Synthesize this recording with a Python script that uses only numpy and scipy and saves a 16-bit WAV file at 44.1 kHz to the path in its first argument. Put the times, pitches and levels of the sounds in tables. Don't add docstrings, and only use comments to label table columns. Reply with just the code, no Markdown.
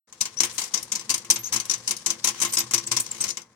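import sys
import numpy as np
from scipy import signal
from scipy.fft import rfft, irfft, next_fast_len
from scipy.io import wavfile
from scipy.ndimage import uniform_filter1d, map_coordinates

SR = 44100
rng = np.random.default_rng(int(sys.argv[2]) if len(sys.argv) > 2 else 0)


def wav_out(sig):
    wavfile.write(sys.argv[1], SR, np.round(np.clip(np.atleast_2d(sig).T, -1, 1) * 32767).astype(np.int16))


N = 156555

# (time [s], level [dB])
FILM_LEVELS = [(0.45, -37), (1.0, -43), (2.1, -40), (2.4, -38), (3.3, -40.5)]
# (frequency [Hz], level [dB])
FILM_SPECTRUM = [(710, -43), (1200, -37), (1500, -13), (2140, -14.5), (3350, -10), (6170, -6.5),
                 (9270, -12), (15000, -35)]
# (frequency [Hz], level [dB])
GEAR_SPECTRUM = [(25, -27), (54, -7.5), (119, -1.5), (162, 1), (225, 3.5), (283, -4), (350, -3), (393, -5),
                 (505, 3.5), (612, -8.5), (1050, -1), (1490, -7.5), (2100, -6.5), (2500, -14), (3250, -32),
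                 (5500, -120)]
# (time [s], level [dB])
HUM_LEVELS = [(0.7, -70), (1.3, -48.5), (2.1, -57), (2.9, -43), (3.35, -61.5)]
# (frequency [Hz], width [Hz], gain [dB])
HUM_MODES = [(119,10,13), (212,16,2), (343,12,5), (1070,45,1)]
# (time [s], treble [dB], body [dB], snap [dB])
FILM_TICKS = [(0.125, -33.5, -52, -54), (0.827, -26.5, -52, -31.5), (0.994, -24, -47, -64),
              (1.01, -29.5, -46, -61), (1.0934, -14, -36.5, -36.5), (1.178, -24, -49, -34.5),
              (1.2466, -34, -47, -43), (1.5995, -17.5, -39, -30.5), (1.653, -32, -46, -35.5),
              (1.779, -46, -65, -45), (1.9654, -25, -67, -35), (2.4008, -22, -41, -31),
              (2.7094, -19, -40, -32.5), (2.8717, -22, -45, -31.5), (3.062, -27, -46, -56),
              (3.113, -31, -44.5, -37.5), (3.417, -36.5, -58.5, -53.5)]
# (time [s], treble [dB], body [dB], snap [dB], pan [dB], chatter [s], rise [s])
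PULL_DOWNS = [(0.206, -9.5, -37, -25, 15, 0.0088, 0.0062), (0.401, -7.5, -29, -25.5, 13.5, 0.008, 0.0038),
              (0.58, -17.5, -33.5, -31, 17.5, 0.0097, 0.0019), (0.737, -13.5, -35, -27, 17, 0.011, 0.0053),
              (0.9175, -16, -38, -30.5, 13.5, 0.01, 0.0035), (1.1, -11.5, -33, -26.5, 14.5, 0.01, 0.0019),
              (1.3009, -6, -32.5, -16.5, 13.5, 0.01, 0.0011), (1.524, -18.5, -33.5, -27, 13, 0.023, 0.0013),
              (1.6967, -14, -37, -32, 14.5, 0.0046, 0.0013),
              (1.8746, -14, -35.5, -29.5, 16, 0.0068, 0.0032), (2.0598, -12, -35, -27, 17, 0.0088, 0.0028),
              (2.2407, -10.5, -30, -21, 16.5, 0.01, 0.0057), (2.4154, -15, -30.5, -25, 17, 0.017, 0.0018),
              (2.569, -11, -32.5, -33, 15, 0.0059, 0.00202), (2.735, -11, -30, -21, 15, 0.012, 0.0014),
              (2.9124, -11.5, -30.5, -30, 13, 0.011, 0.005), (3.204, -23, -41.5, -36, 12, 0.024, 0.0024),
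              (3.3703, -23, -40.5, -52, 14, 0.0059, 0.002)]
# (time [s], treble [dB], body [dB], snap [dB])
REBOUNDS = [(0.2528, -18.5, -37.5, -34.5), (0.432, -14, -27.5, -27.5), (0.446, -24.5, -50, -29),
            (0.599, -31, -44, -34), (0.6145, -23, -40.5, -33), (0.6363, -25.5, -47, -34.5),
            (0.7724, -20, -41, -47), (0.9515, -15.5, -39.5, -35), (1.1398, -14, -34.5, -26),
            (1.3577, -18.5, -35, -34), (1.5592, -14.5, -33.5, -29), (1.7098, -14.5, -39, -37),
            (1.7349, -18.5, -38.5, -37), (1.8884, -22.5, -60, -32), (1.9074, -15.5, -33.5, -26),
            (2.102, -15.5, -33.5, -27.5), (2.272, -12.5, -31, -26), (2.2844, -17.5, -34, -27.5),
            (2.4484, -16, -30.5, -28), (2.5818, -13, -36.5, -27.5), (2.602, -16, -35.5, -47),
            (2.7778, -17.5, -39, -36), (2.965, -9.5, -30.5, -27.5), (2.9984, -20, -52.5, -22),
            (3.238, -16.5, -35, -31)]
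# (time [s], length [s], treble [dB], body [dB], snap [dB])
FILM_SCRAPES = [(0.507,0.19,-45,-47.5,-42), (1.444,0.06,-33.5,-48.5,-56), (2.33,0.14,-39,-42,-64),
                (2.522,0.037,-20.5,-36,-23.5), (3.105,0.1,-36.5,-45,-49.5), (3.278,0.038,-19.5,-40.5,-39.5)]
# (frequency [Hz], level [dB])
TREBLE_SPECTRUM = [(1200,-49), (2500,-11.5), (3300,-16), (4000,-7), (5000,-5.5), (6100,3), (7300,-2),
                   (9000,-11.5), (11000,-16), (15500,-33)]
SNAP_SPECTRUM = [(4000,-20), (7000,-5.5), (9000,3), (11000,-7), (12500,-8), (15500,-20)]
BODY_SPECTRUM = [(60,-31), (150,-10.5), (330,-4), (600,-8), (900,3), (1150,2.5), (1450,-2), (2200,2.5),
                 (3200,3.5), (6000,-14)]
# (frequency [Hz], width [Hz], gain [dB])
STEEL_MODES = [(4502, 8, -5), (4936, 22, 1), (5515, 8, -7), (5760, 16, -6), (5911, 8, -6), (6510, 5, -7),
               (7665, 20, -1), (8150, 10, -4), (9085, 14, -2)]
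CASE_MODES = [(118, 4.9, 14.5), (216.3, 15, 12), (339.2, 11, 15.5), (1059.4, 33, 1), (2113, 41, 3.5)]
# (time [s], level [dB])
THUMPS = [(0.209, -39), (1.301, -36)]
# (frequency [Hz], level [dB])
THUMP_SPECTRUM = [(20, -15), (80, 2), (140, -4), (400, -31), (2000, -71)]
# (time [s], length [s], start [Hz], end [Hz], level [dB], rasp [share of pitch])
SQUEAKS = [(0.37, 0.027, 5600, 6220, -26.5, .017), (1.331, 0.023, 12100, 12000, -36, .008),
           (1.382, 0.042, 12330, 12770, -34, .006), (1.429, 0.053, 12450, 12800, -40.5, .005),
           (1.434, 0.019, 6420, 6360, -29, .025), (1.45, 0.038, 5740, 6970, -28.5, .03),
           (2.47, 0.09, 12100, 12100, -42, .011), (2.586, .024, 11950, 12200, -25, .018),
           (2.865, 0.011, 7800, 7800, -27.5, .036), (3.012, 0.039, 13900, 14300, -47, .008),
           (3.112, 0.0086, 7200, 7590, -23.5, .03), (3.208, 0.013, 8300, 8000, -17, .03),
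           (3.287, 0.056, 6390, 6420, -41, .004)]
# (frequency [Hz], left-right correlation [0..1])
CORRELATION = [(120,1), (300,0.88), (1000,0.82), (2500,0), (12000,0)]
# (frequency [Hz], T60 [s])
ROOM_T60 = [(100,0.13), (1000,0.19), (6000,0.094), (15000,0.08)]
# (frequency [Hz], left minus right [dB])
BALANCE = [(60, 1), (99, 2), (160, -0.5), (270, 1.5), (450, -0.5), (740, 2), (1220, 2), (2010, 6),
           (3330, 2), (5500, 12.5), (9080, 1), (15000, -6)]

START_S, SPIN_UP_S, STOP_S, COAST_S = 0.072, 0.38, 3.335, 0.11
IDLE_FILM_DB, IDLE_GEARS_DB, GEARS_DB = -19, -7, -49.5
SETTLE_DB_PER_S, SETTLE_MAX_S, GEAR_SETTLE_SHARE = 77, 0.11, 0.61
TEETH_PER_S, TOOTH_S, TEETH_DB = 90, 0.004, 2
RUSTLE_DB, RUSTLES_PER_S, CATCH_DB, CATCHES_PER_S = 3, 70, 3, 220
TICK_S, TICK_RISE_S, REBOUND_S, REBOUND_RISE_S = 0.0041, 0.0014, 0.0071, 0.0023
CRACK_S, CRACK_DB, RATTLE_S, KNOCK_DB = 0.001, -7, 0.02, 26
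TREBLE_DB, BODY_DB, SNAP_DB, STEEL_RING_DB = -10.5, -4.5, -2, 1.5
PAN_CENTRE_DB = 13
CLACK_ROOM_DB, SQUEAK_ROOM_DB, TOP_HZ = -7.5, -11, 16100


def amp(db):
    return 10 ** (np.asarray(db) / 20)


def unit(x):
    return x / np.sqrt(np.mean(x ** 2) + 1e-20)


def along(points, hz):
    point_hz, values = np.transpose(points)
    return np.interp(np.log(hz + 1), np.log(point_hz + 1), values)


def wobble(knots_per_s):
    return map_coordinates(rng.standard_normal(N // 8), [np.arange(N) * knots_per_s / SR], mode="wrap")


def filtered(x, response):
    size = next_fast_len(N + SR // 2)
    return irfft(rfft(x, size) * response(np.fft.rfftfreq(size, 1 / SR)), size)[..., :N]


def ring(x, modes):
    return filtered(x, lambda hz: sum(
        amp(db) * 1j * hz * width_hz / (mode_hz ** 2 - hz ** 2 + 1j * hz * width_hz)
        for mode_hz, width_hz, db in modes))


def grit(spectrum, spread_db=2.2):
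    def mid_side_gain(hz):
        angle = np.arccos(np.clip(along(CORRELATION, hz), -1, 1)) / 2
        return amp(along(spectrum, hz)) * [np.cos(angle), np.sin(angle)]

    noise = rng.standard_normal((2, N)) * amp(spread_db * wobble(1500))
    mid, side = filtered(noise, mid_side_gain)
    return unit(np.array([mid + side, mid - side]))


def whirr():
    t = np.arange(N) / SR
    running = np.clip(np.minimum((t - START_S) / SPIN_UP_S, 1 - (t - STOP_S) / COAST_S), 0, 1)
    idle = 1 - running
    since_pull_s = np.min([np.where(t < at_s, np.inf, t - at_s) for at_s, *_ in PULL_DOWNS], axis=0)
    settle_db = SETTLE_DB_PER_S * np.minimum(since_pull_s, SETTLE_MAX_S)
    film_db = np.interp(t, *np.transpose(FILM_LEVELS)) + IDLE_FILM_DB * idle - settle_db
    film_db += RUSTLE_DB * wobble(RUSTLES_PER_S)
    drive_db = IDLE_GEARS_DB * idle - GEAR_SETTLE_SHARE * settle_db
    contacts = (rng.random(N) < TEETH_PER_S / SR) * rng.exponential(size=N) * running
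    tooth_power = signal.lfilter([1], [1, -np.exp(-1 / (TOOTH_S * SR))], contacts)
    rattle = np.sqrt(1 + tooth_power * amp(TEETH_DB) ** 2)
    film = unit(grit(FILM_SPECTRUM) * rattle)
    gears = unit(grit(GEAR_SPECTRUM) * rattle)
    hum = amp(np.interp(t, *np.transpose(HUM_LEVELS))) * unit(ring(gears, HUM_MODES))
    fade_in = np.clip((t - START_S) / 0.0062, 0, 1)
    return fade_in * (amp(film_db) * film + amp(drive_db) * (amp(GEARS_DB) * gears + hum))


def blow_envelope(chatter_s, rise_s, release_s, rattle_db):
    t = np.arange(SR // 4) / SR
    after_s = np.maximum(t - chatter_s, 0)
    crack = amp(CRACK_DB) * np.exp(-abs(t - rise_s) / CRACK_S)
    chatter = np.exp(-after_s / release_s)
    rattle = amp(rattle_db) * np.exp(-after_s / RATTLE_S)
    return np.minimum(t / rise_s, 1) * (crack + chatter + rattle)


def blow_powers():
    ticks = [(*row, PAN_CENTRE_DB, TICK_S, TICK_RISE_S) for row in FILM_TICKS]
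    rebounds = [(*row, PAN_CENTRE_DB, REBOUND_S, REBOUND_RISE_S) for row in REBOUNDS]
    treble, body, snap = np.zeros((2, N + SR)), np.zeros(N + SR), np.zeros(N + SR)
    for at_s, treble_db, body_db, snap_db, pan_db, *timing_s in [*ticks, *PULL_DOWNS, *rebounds]:
        lean_db = (pan_db - PAN_CENTRE_DB) / 2
        stereo_gain = amp([[treble_db + lean_db], [treble_db - lean_db]])
        span = slice(round(at_s * SR), round(at_s * SR) + SR // 4)
        treble[:, span] += (stereo_gain * blow_envelope(*timing_s, release_s=0.0048, rattle_db=-14)) ** 2
        body[span] += (amp(body_db) * blow_envelope(*timing_s, release_s=0.015, rattle_db=-4.5)) ** 2
        snap[span] += (amp(snap_db) * blow_envelope(*timing_s, release_s=0.0052, rattle_db=-20.5)) ** 2
    return treble[:, :N], body[:N], snap[:N]


def clinking(x, spread_db=3):
    spectra = signal.stft(x, nperseg=512)[2]
    patches = uniform_filter1d(rng.standard_normal(spectra.shape[1:]), size=4, axis=0)
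    patches = unit(uniform_filter1d(patches, size=5, axis=1))
    return unit(signal.istft(spectra * amp(spread_db * patches), nperseg=512)[1][:, :N])


def clacks_and_scrapes():
    treble, body, snap = (np.sqrt(blow + scrape) for blow, scrape in zip(blow_powers(), scrape_powers()))
    steel = amp(TREBLE_DB) * treble * clinking(grit(TREBLE_SPECTRUM))
    steel += amp(SNAP_DB) * snap * clinking(grit(SNAP_SPECTRUM))
    case = amp(BODY_DB) * body * grit(BODY_SPECTRUM)
    steel_ring = amp(STEEL_RING_DB) * ring(steel, STEEL_MODES)
    case_ring = ring(case + case_knocks(), CASE_MODES)
    return steel + steel_ring + case + case_ring


def case_knocks():
    knocks = np.zeros(N)
    for at_s, _, body_db, *_, rise_s in PULL_DOWNS:
        knocks[round((at_s + rise_s) * SR)] = amp(body_db + KNOCK_DB)
    return knocks


def table_thumps(rise_s=0.0027, decay_s=0.006):
    t = np.arange(N) / SR
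    push = sum(amp(db) * np.clip((t - at_s) / rise_s, 0, 1) * np.exp(-abs(t - at_s) / decay_s)
               for at_s, db in THUMPS)
    return push * grit(THUMP_SPECTRUM, spread_db=-10)


def bearing_squeaks(waver_share=0.00206, flutter_db=3, octave_db=-28):
    out = np.zeros((2, N))
    for at_s, length_s, start_hz, end_hz, db, rasp_share in SQUEAKS:
        progress = np.clip((np.arange(N) / SR - at_s) / length_s, 0, 1)
        hz = start_hz + (end_hz - start_hz) * progress
        hz *= 1 + waver_share * wobble(250) + rasp_share * wobble(2700)
        phase = 2 * np.pi * np.cumsum(hz) / SR + np.array([[0], [np.pi / 2]])
        octave = amp(octave_db) * (start_hz < SR / 4) * np.sin(2 * phase)
        swell = np.sqrt(np.sin(np.pi * progress).clip(0))
        out += amp(db + flutter_db * wobble(200)) * swell * (np.sin(phase) + octave)
    return out


def scrape_powers():
    catching = amp(CATCH_DB * wobble(CATCHES_PER_S)) ** 2
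    powers = np.zeros((3, N))
    for at_s, length_s, *levels_db in FILM_SCRAPES:
        progress = np.clip((np.arange(N) / SR - at_s) / length_s, 0, 1)
        swell = np.sin(np.pi * progress).clip(0)
        powers += amp(levels_db)[:, None] ** 2 * swell * catching
    return powers


def room(x):
    hz, t, spectra = signal.stft(rng.standard_normal((2, SR // 2)), SR, nperseg=256)
    decay = amp(-60 * t / along(ROOM_T60, hz)[:, None])
    tail = signal.istft(spectra * decay, SR, nperseg=256)[1]
    return signal.fftconvolve(x, tail / np.linalg.norm(tail[0]), axes=1)[:, :N]


def scene():
    clacks, squeaks = clacks_and_scrapes(), bearing_squeaks()
    reverb = room(amp(CLACK_ROOM_DB) * clacks + amp(SQUEAK_ROOM_DB) * squeaks)
    mix = clacks + squeaks + reverb + table_thumps() + whirr()
    return filtered(mix, lambda hz: amp(along(BALANCE, hz) * np.array([[0.5], [-0.5]])))


def record(dry):
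    return filtered(np.clip(dry, -1, 1), lambda hz: hz < TOP_HZ)


dry = scene()
out = record(dry)
wav_out(out)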